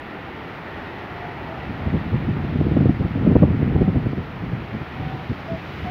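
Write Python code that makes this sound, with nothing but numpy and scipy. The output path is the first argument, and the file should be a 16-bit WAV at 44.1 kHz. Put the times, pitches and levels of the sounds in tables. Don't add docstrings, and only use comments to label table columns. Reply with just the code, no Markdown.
import sys
import numpy as np
from scipy import signal
from scipy.fft import rfft, irfft
from scipy.io import wavfile
from scipy.ndimage import uniform_filter1d, minimum_filter1d

SR = 44100
rng = np.random.default_rng(int(sys.argv[2]) if len(sys.argv) > 2 else 0)


def unload_audio(sound):
    columns = np.transpose(np.atleast_2d(sound))
    steps = np.round(np.clip(columns, -1, 1) * 32767)
    wavfile.write(sys.argv[1], SR, steps.astype(np.int16))


N = 260190
TIME = np.arange(N) / SR
FREQ = np.maximum(np.arange(N // 2 + 1) * SR / N, 1)


# frequency in Hz, relative spectral level in dB.
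ROAR_SPECTRUM = [(20, -34.5), (45, -11.5), (75, -0.5), (140, -4), (330, 0), (540, -7), (760, -4.5),
                 (1080, -9.5), (1380, -7.5), (1600, -12), (1880, -10.5), (2600, -17.5), (4000, -33.5),
                 (7000, -57)]
# centre in Hz, bandwidth in Hz, level in dB against the mean roar.
TWIG_BANDS = [(836, 270, -15.5), (1863, 250, -18)]

def crown_roar(roar_db, song_db_per_db=3.7):
    air = colour(rng.standard_normal(N), ROAR_SPECTRUM)
    roar = sway(air, slow_db=0.5, quick_db=0.96, slow_hz=3.3, quick_hz=16) * undb(roar_db)
    mean_db = roar_db.mean()
    song_db = mean_db + song_db_per_db * (roar_db - mean_db)
    for hz, width, db in TWIG_BANDS:
        resonance = 1 / (1 + (2 * (FREQ - hz) / width) ** 2)
        song = unit(irfft(rfft(rng.standard_normal(N)) * resonance, N))
        roar = roar + song * undb(song_db + db + 1.7 * wander(2.6))
    return roar


# frequency in Hz, relative spectral level in dB.
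PORT_SPECTRUM = [(15, -20.5), (28, -12.5), (50, -8), (80, 0), (135, 2), (200, -2.5), (270, -6.5),
                 (380, -14), (520, -22.5), (750, -31), (1200, -47.5), (2500, -81)]
# frequency in Hz, relative spectral level in dB.
RASP_SPECTRUM = [(120, -20), (280, -4.5), (480, 3.5), (750, -5), (1100, -11), (1600, -34.5), (3000, -69.5)]

def buffeting(hard_push_db=-9.5, rasp_db=-30, rasp_exponent=3.9, split_hz=230, neutral_db=-19):
    force = flow_force()
    rasp_gain = undb(rasp_db) * (force / undb(hard_push_db)) ** rasp_exponent * undb(2.5 * wander(70))
    pressure = pressure_steps(PORT_SPECTRUM, per_s=900)
    deep = irfft(rfft(pressure) / (1 + (FREQ / split_hz) ** 4), N)
    tilt = (force / undb(neutral_db)) ** 0.38
    thumps = force * (deep / np.sqrt(tilt) + (pressure - deep) * tilt)
    rasp = rasp_gain * pressure_steps(RASP_SPECTRUM, per_s=1100)
    return butterworth(butterworth(thumps + rasp, 44, "high"), 1600, "low", order=4)


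# time in seconds, force level in dB.
GUST_FLOW = [(0, -53), (1.6, -39), (1.95, -31.5), (2.46, -25), (2.8, -16.5), (2.96, -27.5), (3.11, -32),
             (3.3, -14.5), (3.55, -18.5), (4.0, -24.5), (4.28, -38.5), (4.48, -30.5), (4.89, -43.5),
             (5.03, -29), (5.27, -40.5), (5.6, -41), (5.9, -32.5)]
# time in seconds, peak force level in dB, length in seconds.
LARGE_EDDIES = [(1.706, -24, .027), (1.875, -16, 0.026), (1.954, -15, .05), (2.148, -14.5, 0.042),
                (2.307, -17.5, 0.075), (2.611, -9, 0.014), (2.772, -10, 0.019), (2.819, -11, 0.031),
                (2.865, -10, 0.023), (2.898, -9.5, .022), (3.012, -15, 0.028), (3.055, -14.5, 0.022),
                (3.17, -18, .039), (3.279, -10, 0.033), (3.362, -5.5, .018), (3.435, -5, 0.025),
                (3.638, -11, 0.025), (3.762, -10.5, 0.027), (3.819, -9.5, 0.024), (3.889, -11.5, 0.027),
                (3.97, -12, 0.032), (4.067, -14, 0.019), (4.134, -19, 0.012), (4.192, -21, .046),
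                (4.437, -21.5, 0.025), (4.537, -19.5, .034), (4.754, -24, 0.056), (4.821, -23.5, 0.02),
                (5.151, -24.5, .022), (5.311, -18, 0.029), (5.532, -23, 0.047)]

def flow_force(sputter_db=3.0, smooth_db=-35, eddies_per_s=15, eddy_db_per_db=0.71):
    flow_db, = curves(GUST_FLOW)
    force = undb(flow_db + sputter_db * np.tanh(wander(35)))
    for k, (jitter, size) in enumerate(rng.uniform(-1, 1, size=(150, 2))):
        time = (k + jitter / 2) / eddies_per_s
        excess_db = np.interp(time, TIME, flow_db) - smooth_db
        if time < TIME[-1] and excess_db > 0:
            small_db = -26 + eddy_db_per_db * excess_db + 1.5 * size
            force = np.maximum(force, undb(small_db) * eddy_pulse(time, length=0.018))
    for time, peak_db, length in LARGE_EDDIES:
        force = np.maximum(force, undb(peak_db) * eddy_pulse(time, length))
    return force


def eddy_pulse(time, length, rise_to_fall=0.56):
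    age = 2 * (TIME - time) / length + 0.36
    skewed_age = np.where(age < 0, age / rise_to_fall, age)
    return np.exp(-np.minimum(skewed_age ** 2, 60) / 2)


def pressure_steps(spectrum, per_s):
    pressure = colour(impacts(per_s, spread_db=3), spectrum)
    local_power = smooth(pressure ** 2, samples=600)
    return pressure / np.sqrt(np.abs(local_power) + 0.055)


# frequency in Hz, relative spectral level in dB.
LEAF_SPECTRUM = [(300, -9.5), (1000, -4.5), (2200, -1.5), (3000, -5.5), (4000, -12.5), (5200, -21.5),
                 (6400, -31.5), (8000, -45.5), (11000, -55)]
# frequency in Hz, relative spectral level in dB.
HISS_SPECTRUM = [(4000, -20), (8000, -17.5), (10000, -5), (12000, -0.5), (16000, -1.5)]

def leaves_and_hiss(rush_db, hiss_db=-71, hiss_db_per_db=1.1):
    patter = colour(impacts(per_s=9000, spread_db=2.5), LEAF_SPECTRUM)
    rush = sway(patter, slow_db=1.0, quick_db=0.5, slow_hz=1.0, quick_hz=28)
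    hiss = colour(rng.standard_normal(N), HISS_SPECTRUM)
    excess_db = np.maximum(rush_db - rush_db.mean(), 0)
    return rush * undb(rush_db) + hiss * undb(hiss_db + hiss_db_per_db * excess_db)


# midpoint in seconds, length in seconds, pitch in Hz, level in dB.
WHISTLE_TONES = [(1.227, 0.29, 710, -41), (1.53, 0.16, 653, -42), (3.832, 0.38, 760, -43.5),
                 (5.095, 0.38, 757, -40.5), (5.526, 0.11, 660, -30.5), (5.895, 0.087, 726, -30.5)]

def whistles(pitch_spread=0.0048, flutter_db=1.5):
    drift = 1 + pitch_spread * wander(25.6)
    flutter = undb(flutter_db * wander(49))
    tones = 0
    for midpoint, length, hz, db in WHISTLE_TONES:
        swell = np.maximum(1 - (2 * (TIME - midpoint) / length) ** 2, 0)
        phase = 2 * np.pi * np.cumsum(hz * drift) / SR
        tones = tones + undb(db) * swell * unit(np.sin(phase))
    return tones * flutter


def sway(x, slow_db, quick_db, slow_hz, quick_hz, bands=16):
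    band_position = np.interp(np.log(FREQ), np.log([60, SR / 4]), [0, bands - 1])
    spectrum, swayed = rfft(x), 0
    swell_below = wander(slow_hz)
    for k in range(bands):
        swell = wander(slow_hz)
        band = irfft(spectrum * np.maximum(1 - abs(band_position - k), 0), N)
        swayed = swayed + band * undb(slow_db * (swell + swell_below) / 2 + quick_db * wander(quick_hz))
        swell_below = swell
    return unit(swayed)


def impacts(per_s, spread_db):
    hits = rng.random(N) < per_s / SR
    return unit(hits * rng.choice([-1, 1], N) * undb(spread_db * rng.standard_normal(N)))


def wander(hz):
    return unit(irfft(rfft(rng.standard_normal(N)) * np.exp(-np.minimum(FREQ / hz, 10) ** 2), N))


def colour(x, spectrum):
    hz, db = np.transpose(spectrum)
    magnitude = undb(np.interp(np.log(FREQ), np.log(hz), db))
    cepstrum = irfft(np.log(magnitude), N)
    cepstrum[1:N // 2] *= 2
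    cepstrum[N // 2 + 1:] = 0
    return unit(irfft(rfft(x) * np.exp(rfft(cepstrum)), N))


def butterworth(x, hz, kind, order=2):
    return signal.sosfilt(signal.butter(order, hz, kind, fs=SR, output="sos"), x)


def smooth(x, samples):
    return uniform_filter1d(uniform_filter1d(x, samples), samples)


def curves(table):
    times, *columns = np.transpose(table)
    return [np.interp(TIME, times, column) for column in columns]


def undb(db):
    return 10 ** (np.asarray(db) / 20)


def unit(x):
    return x / np.sqrt(np.mean(x ** 2))


# time in seconds, roar level in dB, leaf rush level in dB.
WIND_LEVELS = [(0, -35.5, -46), (.45, -34.5, -44.5), (1.3, -34, -44.5), (2.4, -35, -45), (2.9, -35.5, -46),
               (4.25, -36.5, -46.5), (5.1, -35.5, -43), (5.5, -36.2, -43.5), (5.8, -35.8, -40.5)]

def scene():
    roar_db, rush_db = curves(WIND_LEVELS)
    return (crown_roar(roar_db) + leaves_and_hiss(rush_db) + buffeting() + whistles())[None]


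def record(dry, ceiling=0.88, top_hz=15750):
    gain = minimum_filter1d(ceiling / np.maximum(np.abs(dry), ceiling), size=400)
    limited = dry * smooth(gain, samples=200)
    return signal.sosfilt(signal.ellip(10, .1, 80, top_hz, fs=SR, output="sos"), limited)


dry = scene()
out = record(dry)
unload_audio(out)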